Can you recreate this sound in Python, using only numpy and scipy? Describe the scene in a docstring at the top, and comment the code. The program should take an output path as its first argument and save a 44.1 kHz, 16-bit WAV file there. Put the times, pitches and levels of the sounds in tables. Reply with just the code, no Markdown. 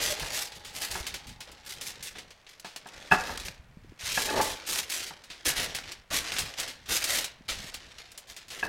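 """Crimping foil over a dish

Fingers press aluminium foil over a ceramic dish in a small tiled kitchen; creases buckle in swarms
and single snaps. The dish squeaks off the stove grate, knocks down on the stone counter, is dragged
off its edge and clinks back on the stove. Hands and cloth add soft low bumps over a quiet room."""
import sys
import numpy as np
from scipy import signal
from scipy.fft import rfft, irfft, next_fast_len
from scipy.io import wavfile
from scipy.ndimage import uniform_filter1d, map_coordinates

SR = 44100
rng = np.random.default_rng(int(sys.argv[2]) if len(sys.argv) > 2 else 0)


def bounce(signal):
    """Save signal as a 16-bit WAV file at the path given by the first command-line argument."""
    frames = np.transpose(np.atleast_2d(signal))
    limited = np.clip(frames, -1, 1)
    pcm = np.round(limited * 32767).astype(np.int16)
    wavfile.write(sys.argv[1], SR, pcm)


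N = 383042

# Fingers squeezing the foil. Each row: start and length in seconds, then crinkle level,
# top-octave shelf and flexing of the whole sheet, all in relative dB.
SQUEEZES = [(0, 0.11, -35, 11.5, -50.5), (0.168, 0.22, -37.5, 2, -43.5), (0.314, 0.12, -36.5, 9.5, -52.5),
            (0.541, 0.021, -48.5, 6, -55), (0.731, 0.11, -42, 8, -50.5), (0.802, .055, -36.5, 7, -52),
            (0.888, 0.12, -41, 5.5, -45.5), (1.46, .03, -53, -12, -51), (1.647, 0.084, -44, 8.5, -57),
            (1.85, 0.029, -40, 9.5, -52), (2.044, 0.03, -41, 5, -59.5), (2.146, 0.029, -44, -12, -50),
            (2.479, 0.038, -51.5, 0.5, -79), (2.892, 0.21, -49.5, -7, -52.5), (3.105, 0.044, -33, -1, -55),
            (3.163, .17, -41, 0, -41), (3.38, 0.035, -43.5, 3.5, -52.5), (3.446, 0.012, -39, 6.5, -48.5),
            (3.985, 0.15, -37.5, -1.5, -53.5), (4.038, 0.1, -34.5, 2.5, -52),
            (4.106, 0.16, -32.5, 6.5, -47), (4.261, .26, -35.5, 1.5, -41), (4.661, 0.13, -31.5, 9.5, -44),
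            (4.889, 0.095, -35.5, 8, -51.5), (4.969, .11, -39, 1.5, -53), (5.447, 0.042, -27, 10.5, -35),
            (5.546, .1, -32, 4.5, -40.5), (5.687, 0.11, -43, -9, -54.5), (5.859, 0.065, -43, -10, -55),
            (6.102, .025, -37.5, 3, -35), (6.121, 0.054, -28.5, 6.5, -42), (6.231, 0.074, -36, -7, -45),
            (6.303, 0.12, -35, 0, -44.5), (6.438, .06, -46.5, 1.5, -52), (6.567, 0.057, -33.5, 0.5, -44.5),
            (6.647, 0.057, -44, -24, -52.5), (6.878, 0.046, -33.5, 8, -39.5),
            (6.898, 0.076, -30.5, 9.5, -46), (6.996, 0.065, -36, 1, -47), (7.069, 0.12, -30, 8, -41),
            (7.223, 0.028, -39.5, -2, -53), (7.478, 0.026, -33, 1, -45), (7.561, 0.13, -42, -1.5, -52),
            (7.804, .03, -55.5, -26, -64), (7.972, 0.031, -46.5, -3, -58), (8.27, .04, -47, 4.5, -58),
            (8.372, 0.043, -50, -15, -80), (8.503, 0.11, -45, 2, -52), (8.625, 0.025, -43.5, 4, -37)]
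# Faint foil rustle under hands that only hold the dish. Each row: time in seconds, level in dB.
GRIP_RUSTLE = [(0, -32), (.5, -56.5), (1.1, -45.5), (1.38, -60.5), (1.95, -48.5), (2.42, -65.5), (3.4, -47),
               (3.68, -73), (3.95, -63.5), (4.55, -45.5), (5.2, -58), (5.85, -47), (6.04, -70), (6.5, -48),
               (6.85, -59.5), (7.42, -66), (7.75, -50.5), (8.68, -65.5)]
# Single creases giving way. Each row: start in seconds, level in dB, top-octave shelf in dB,
# time to die by 60 dB (t60) in seconds.
CREASE_SNAPS = [(0.1968, -34, 6, 0.091), (0.5197, -41.5, -2, 0.14), (.6478, -41, 3.5, 0.35),
                (0.9124, -38.5, 15.5, 0.12), (1.0669, -32, 7, 0.13), (1.1412, -32, 3, 0.14),
                (1.2692, -47.5, 8, 0.2), (1.2923, -44, 1.5, 0.14), (1.4053, -38, 2, .16),
                (1.5164, -47.5, 8, .088), (1.8112, -38.5, 11, 0.23), (2.0271, -41.5, 14.5, .21),
                (2.1842, -38.5, 1.5, 0.12), (2.3061, -44.5, -1, 0.095), (2.4663, -48, -10, 0.13),
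                (2.5975, -45.5, 16, 0.04), (2.646, -41.5, -2, 0.34), (2.7614, -36, 5, 0.086),
                (2.8706, -45.5, 8, 0.06), (2.8874, -41, -1, .045), (3.375, -28.5, 5, .027),
                (3.483, -29, -14, .032), (4.1747, -37, 1, .03), (4.4122, -35, 15.5, 0.36),
                (4.758, -28, 3, 0.031), (4.789, -24.5, -7, 0.041), (4.899, -34.5, 10.5, .1),
                (5.2383, -46.5, 4, 0.099), (5.3013, -39.5, -6.5, 0.28), (5.592, -32.5, -13, .1),
                (5.748, -31, 8, .15), (5.765, -28.5, 1, 0.017), (5.7868, -28.5, -11, .02),
                (5.918, -36.5, 4.5, 0.082), (6.1037, -38.5, -2.5, .15), (6.3192, -24.5, -7.5, 0.03),
                (6.365, -27, -14, .06), (6.385, -28.5, 10.5, 0.17), (6.5391, -36.5, -4, 0.034),
                (6.5999, -36, 15, 0.11), (6.678, -36, 3.5, 0.2), (6.859, -45, -5, 0.26),
                (7.0412, -27.5, 13, 0.099), (7.1878, -27.5, 7, 0.059), (7.2433, -31, 8, .1),
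                (7.487, -31.5, 0, 0.32), (7.742, -34.5, 7, 0.1), (8.1175, -51.5, 15.5, .066),
                (8.1764, -42.5, 13.5, .1), (8.365, -41.5, 6.5, 0.13), (8.4824, -48.5, 7, .17),
                (8.5035, -38, 2.5, .2)]
# Tone of the fine creases and of the whole sheet. Each row: frequency in Hz, relative gain in dB.
CREASE_EQ = [(400, -31.5), (900, -8), (1400, -2), (2000, 2.5), (2800, 2.5), (4000, 3), (6000, -0.5),
             (9000, -7.5), (12000, -11), (14500, -16), (16000, -25)]
SHEET_EQ = [(80, -21), (160, -16), (260, -2), (400, 0), (560, 2), (800, -1.5), (1100, -6.5), (1500, -3),
            (1900, -1), (3500, -52)]
# The dish meeting grate and counter. Each row: start in seconds, relative level in dB,
# clink over clunk in dB.
DISH_HITS = [(0.228, -32, 3), (0.952, -24.5, -3), (2.153, -42, 2), (2.646, -30, -8), (2.858, -32.5, -7),
             (3.1124, -12, 1), (3.119, -8, 2.5), (3.1338, -12.5, -11), (3.293, -25.5, -3.5),
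             (4.174, -18.5, 2.5), (4.29, -32.5, 12.5), (4.384, -20, -8), (4.394, -27, -6),
             (4.403, -16.5, -19), (5.107, -32.5, -15), (8.628, -23.5, 9), (8.654, -30.5, -16),
             (8.674, -37, -11)]
# Modes of the dish and what it lands on. Each row: pitch in Hz, relative level in dB, t60 in seconds.
DISH_MODES = [(188, -12, .12), (404, -13, .11), (660, -13, .06), (735, -3, .07), (876, -3, .08),
              (925, -5, .07), (1094, -17, .08), (1200, -15, .07), (1368, -16, .08), (1500, -16, .08),
              (1585, -8, .08), (1688, 1, .06), (1765, -14, .05), (2405, -19, .08), (2611, -5.5, .07)]
# The dish scraping the counter, making the iron grate sing, and squeaking on it.
# Each row: time in seconds, level in dB.
SCRAPE_FADER = [(4.18, -44), (4.26, -44), (4.285, -36), (4.34, -32), (4.375, -27), (4.41, -26.5),
                (4.425, -37), (4.50, -45), (4.56, -60)]
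GRATE_FADER = [(0, -53), (0.45, -55), (0.62, -62), (0.8, -55), (1.1, -60), (1.9, -67)]
SQUEAK_FADER = [(0.09, -72), (0.105, -36), (0.13, -34.5), (0.15, -46), (0.18, -71)]
# Tone of the dish's foot on stone. Each row: frequency in Hz, relative gain in dB.
SCRAPE_EQ = [(80, -23), (170, -21), (240, -1), (320, -12), (400, 2.5), (480, -4), (650, 1), (760, -13),
             (850, 5.5), (980, -7), (1180, -5), (1450, -24), (1750, -6), (2100, -25), (3000, -24),
             (6000, -64.5)]
# Arms and apron moving. Each row: time in seconds, level in dB.
CLOTH_FADER = [(0, -79), (.75, -55.5), (1.0, -49), (1.25, -57.5), (2.2, -58), (2.4, -77), (3.05, -66.5),
               (3.2, -53.5), (3.9, -56), (4.42, -47), (4.65, -68), (5.43, -61.5), (5.62, -46), (6.05, -65),
               (7.35, -61), (7.6, -52), (8.1, -69), (8.68, -72)]
# Soft bumps of hands and body. Each row: start in seconds, relative level in dB, pitch in Hz.
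BODY_BUMPS = [(0.953, -39, 90), (1.005, -37, 60), (1.31, -44, 202), (3.12, -32, 86), (3.596, -43, 69.5),
              (3.771, -38.5, 172), (3.846, -43, 327), (3.921, -40, 315), (4.036, -44, 85.5),
              (5.47, -38.5, 70), (7.408, -43.5, 217), (7.514, -40, 49), (7.643, -39, 190)]
# Tone of the handling rumble and of the room's air. Each row: frequency in Hz, relative gain in dB.
RUMBLE_EQ = [(12, -27.5), (22, 4.5), (50, 4), (100, 0.5), (170, -3), (260, -9.5), (500, -47)]
AIR_EQ = [(25, 6.5), (100, 0.5), (300, -5.5), (600, -1), (1000, -3), (2200, -3.5), (4000, -16.5),
          (10000, -23), (16000, -29)]
# The kitchen's reverb tail. Each row: frequency in Hz, t60 in seconds.
KITCHEN_DECAY = [(150, 0.28), (1000, 0.55), (3000, 0.45), (7000, 0.24), (15000, 0.025)]

CREASES_PER_S, CREASE_GROWTH, MEDIUM_PRESS_DB = 2600, .4, -36  # rate at a medium press; its power law
ATTACK_S, ATTACK_SHARE = .012, 0.13  # a squeeze builds in this time plus a share of its length
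SAG_DB_PER_S, RELEASE_DB_PER_S = 8.5, 231.5  # it eases while held, then lets go
TOP_RELEASE_DB_PER_S, FLEX_RELEASE_DB_PER_S = 326.5, 143.5  # fine creases stop first, the sheet last
UNEVEN_DB, UNEVEN_PER_S = 1.12, 50  # fingers never press quite evenly
GRIP_TOP_DB, GRIP_FLEX_DB = -13, -6.5  # light holding is dull and hardly flexes the sheet


def foil_crinkle(press_db, top_db, flex_db):
    """Harder pressing buckles more creases a second, while the whole sheet crackles lower down."""
    force_db = press_db - MEDIUM_PRESS_DB
    rate = CREASES_PER_S * amp(CREASE_GROWTH * force_db)
    creases = unit(eq(click_swarm(rate, spread_db=6.5, ring_db=5, facets=5), CREASE_EQ))
    panels = amp(-2.5 + 0.41 * force_db) * panel_pings(per_s=24, centre_hz=2670, t60=0.044)
    sheet = unit(eq(click_swarm(rate, spread_db=6, ring_db=6.5), SHEET_EQ))
    return amp(press_db - 0.5) * (top_shelf(creases, top_db) + panels) + amp(flex_db - 1.0) * sheet


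def click_swarm(per_s, spread_db, ring_db, facets=3, t60=0.03, block=4096):
    """Uneven clicks at a steady mean level; each block has a few facets, each with its own ring."""
    clicks = (rng.random(N) < per_s / SR) * amp(spread_db * np.clip(rng.standard_normal(N), -2, 2.3))
    blocks = np.pad(clicks, (0, -N % block)).reshape(-1, block)
    facet_clicks = blocks * (rng.integers(facets, size=blocks.shape) == np.arange(facets)[:, None, None])
    t = np.arange(block + 1) / SR
    rings = rng.standard_normal((facets, len(blocks), len(t))) * amp(-60 * t / t60)
    rings *= amp(ring_db) / np.linalg.norm(rings, axis=2, keepdims=True)
    rings[:, :, 0] += rng.choice([-1, 1], rings.shape[:2])  # the bare click ahead of its ring
    rung = signal.fftconvolve(facet_clicks, rings, axes=2).sum(axis=0)
    spill = np.roll(rung[:, block:], 1, axis=0)  # tails run on into the next block
    crackle = unit((rung[:, :block] + spill).ravel()[:N])
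    power = np.abs(uniform_filter1d(uniform_filter1d(crackle ** 2, size=1500), size=1500))
    return unit(crackle / np.sqrt(power + 0.04))


def panel_pings(per_s, centre_hz, t60):
    """Now and then a flat panel of foil flips over with a short pitched ping."""
    out, t = np.zeros(N), np.arange(SR // 20) / SR
    for when, pitch, size in rng.random((int(per_s * N / SR), 3)):
        hz = centre_hz * 2 ** (pitch - .5)
        add(out, when * N / SR, size ** 2 * np.sin(2 * np.pi * hz * t) * amp(-60 * t / t60))
    return out


def finger_pressure():
    """The fingers ride three controls, in dB: crinkle level, top-octave shelf and sheet flex."""
    level_db, top_db, flex_db = np.transpose(SQUEEZES)[2:]
    press = squeeze_envelope_db(level_db, RELEASE_DB_PER_S, grip_db=0)
    top = squeeze_envelope_db(level_db + top_db, TOP_RELEASE_DB_PER_S, GRIP_TOP_DB)
    flex = squeeze_envelope_db(flex_db, FLEX_RELEASE_DB_PER_S, GRIP_FLEX_DB)
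    wobble = map_coordinates(rng.standard_normal(1024), [np.arange(N) * UNEVEN_PER_S / SR], mode="wrap")
    return press + UNEVEN_DB * wobble, top - press, flex


def squeeze_envelope_db(levels_db, release_db_per_s, grip_db):
    """Each squeeze swells, sags and lets go, on top of the rustle of the grip."""
    t = np.arange(SR) / SR
    power = amp(automation(GRIP_RUSTLE) + grip_db) ** 2
    for (start, length, *_), db in zip(SQUEEZES, levels_db):
        fall_db = SAG_DB_PER_S * t + release_db_per_s * np.maximum(t - length, 0)
        rise = np.minimum(t / (ATTACK_S + ATTACK_SHARE * length), 1)
        add(power, start, (rise * amp(db - fall_db)) ** 2)
    return 10 * np.log10(power)


def crease_snaps():
    """A crease pops with a sharp tick and sets off a dying shiver of the sheet."""
    out, t = np.zeros(N), np.arange(SR // 5) / SR
    shiver_eq = [(100, -6.5), (400, 0.5), (1200, -1), (2500, 6.5), (4500, 5.5), (8000, -2.5),
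                 (15000, -16)]
    tick = .5 * amp(-60 * t / 0.00052)
    for start, db, top_db, t60 in CREASE_SNAPS:
        grains = rng.standard_normal(len(t)) * amp(2.7 * rng.standard_normal(len(t)))
        shiver = top_shelf(unit(eq(grains, shiver_eq)), top_db)
        add(out, start, amp(db) * shiver * (amp(-60 * t / t60) + tick))
    return out


def dish_knocks(clink_above_hz=1450):
    """Each hit rings the dish's modes: a hard edge favours the clink, a flat landing the low clunk."""
    out, t = np.zeros(N), np.arange(SR // 5) / SR
    hz, level_db, t60 = np.transpose(DISH_MODES)[:, :, None]
    polarity = (-1) ** np.arange(len(hz))[:, None]
    thud_eq = [(60, -16.5), (200, 2), (500, 0), (900, 6.0), (1800, 2), (3000, -19), (7000, -35.0)]
    attack = 1 - np.exp(-t / .0004)
    for start, db, clink_db in DISH_HITS:
        strength_db = level_db + clink_db * (hz > clink_above_hz) + rng.normal(0, 1, hz.shape)
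        # Hands and loose foil load the dish, so its modes waver.
        waver = .03 * np.cumsum(rng.standard_normal((len(hz), len(t))), axis=1)
        modes = polarity * amp(strength_db - 60 * t / t60) * np.sin(2 * np.pi * hz * t + waver)
        thud = unit(eq(rng.standard_normal(len(t)), thud_eq)) * amp(-60 * t / 0.14)
        add(out, start, amp(db - 6.5) * (modes.sum(axis=0) + .5 * thud) * attack)
    return out


def dish_drag(grate_hz=830, grate_q=18, squeak_hz=597):
    """The dish's foot sticks and slips on stone; on the iron grate it rings the bars and squeaks once."""
    slips = unit(eq(click_swarm(per_s=600, spread_db=4.5, ring_db=-2.0), SCRAPE_EQ))
    bars = unit(signal.lfilter(*signal.iirpeak(grate_hz, grate_q, SR), rng.standard_normal(N)))
    jitter = np.cumsum(rng.normal(0, .04, N))
    squeak = np.sqrt(2) * np.sin(2 * np.pi * squeak_hz * np.arange(N) / SR + jitter)
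    return fader(SCRAPE_FADER) * slips + fader(GRATE_FADER) * bars + fader(SQUEAK_FADER) * squeak


def handling(flex_db, push_db=-7, lumps_per_s=22):
    """Lumpy low rustle of moving arms and of hands pushing as the sheet flexes, with a few dull bumps."""
    lumps_db = map_coordinates(rng.normal(0, 4, 300), [np.arange(N) * lumps_per_s / SR])
    rumble = unit(amp(lumps_db) * eq(rng.standard_normal(N), RUMBLE_EQ))
    out = np.hypot(amp(automation(CLOTH_FADER)), amp(flex_db + push_db)) * rumble
    t = np.arange(SR // 10) / SR
    for start, db, hz in BODY_BUMPS:
        envelope = np.exp(-t * hz / 0.67) * (1 - np.exp(-t / 0.0011))
        add(out, start, amp(db + 7.5) * np.sin(2 * np.pi * hz * t) * envelope)
    return out


def kitchen_reverb(send, predelay_s=.005, block=8192):
    """Tiles and cupboards give a short tail, treble dying first; the paths change as the cook moves."""
    out = np.zeros(N)
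    for start in range(0, N, block):
        hz, t, noise = signal.stft(rng.standard_normal(SR // 2), SR, nperseg=256)
        decay = amp(-60 * t / at_hz(KITCHEN_DECAY, hz)[:, None])
        tail = signal.istft(noise * decay, SR, nperseg=256)[1]
        wet = signal.fftconvolve(send[start:start + block], tail / np.linalg.norm(tail))
        add(out, start / SR + predelay_s, wet)
    return out


def room_air():
    """A faint, steady bed of dark room tone."""
    return amp(-63.0) * unit(eq(rng.standard_normal(N), AIR_EQ))


def amp(db):
    return 10 ** (np.asarray(db) / 20)


def unit(x):
    return x / np.sqrt(np.mean(x ** 2) + 1e-20)


def at_hz(points, hz):
    """Read (Hz, value) points along a log frequency axis."""
    point_hz, values = np.transpose(points)
    return np.interp(np.log(hz + 1), np.log(point_hz + 1), values)


def automation(rows, outside=None):
    """Level in dB at every sample; the ends hold unless an outside level is given."""
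    times, db = np.transpose(rows)
    return np.interp(np.arange(N) / SR, times, db, left=outside, right=outside)


def fader(rows):
    """Gain from (seconds, dB) rows, silent outside them."""
    return amp(automation(rows, outside=-np.inf))


def add(track, start_s, sound):
    """Mix a sound into the track."""
    part = track[max(round(start_s * SR), 0):][:len(sound)]
    part += sound[:len(part)]


def eq(x, curve):
    """Minimum-phase EQ through (Hz, dB) points, so nothing rings ahead of a click."""
    size = 2 * next_fast_len(len(x) // 2 + 4096, True)
    gain = amp(at_hz(curve, np.fft.rfftfreq(size, 1 / SR)))
    cepstrum = irfft(np.log(gain + 1e-6))
    cepstrum[1:size // 2] *= 2
    cepstrum[size // 2 + 1:] = 0
    return irfft(rfft(x, size) * np.exp(rfft(cepstrum)))[:len(x)]


def top_shelf(x, top_db, corner_hz=7500):
    """Boost or cut the top octave."""
    size = next_fast_len(len(x), True)
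    hz = np.fft.rfftfreq(size, 1 / SR)
    top = irfft(rfft(x, size) * hz ** 4 / (hz ** 4 + corner_hz ** 4), size)[:len(x)]
    return x + (amp(top_db) - 1) * top


def scene():
    """Mono mix: foil and dish up front with a little kitchen reverb, handling and air underneath."""
    press_db, top_db, flex_db = finger_pressure()
    foil = foil_crinkle(press_db, top_db, flex_db) + crease_snaps()
    dish = dish_knocks() + dish_drag()
    air = room_air()
    reverb = kitchen_reverb(amp(-16.5) * foil + amp(-14) * dish)
    return (foil + dish + reverb + handling(flex_db) + air)[None]


def record(dry):
    """A soft clip rounds off the loudest peaks, then a steep high cut takes off the very top."""
    ceiling, high_cut_hz = .56, 16100
    rounded = dry / (1 + (np.abs(dry) / ceiling) ** 4) ** .25
    size = next_fast_len(N + SR // 2)
    passband = np.fft.rfftfreq(size, 1 / SR) < high_cut_hz
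    return irfft(rfft(rounded, size) * passband, size)[:, :N]


dry = scene()
out = record(dry)
bounce(out)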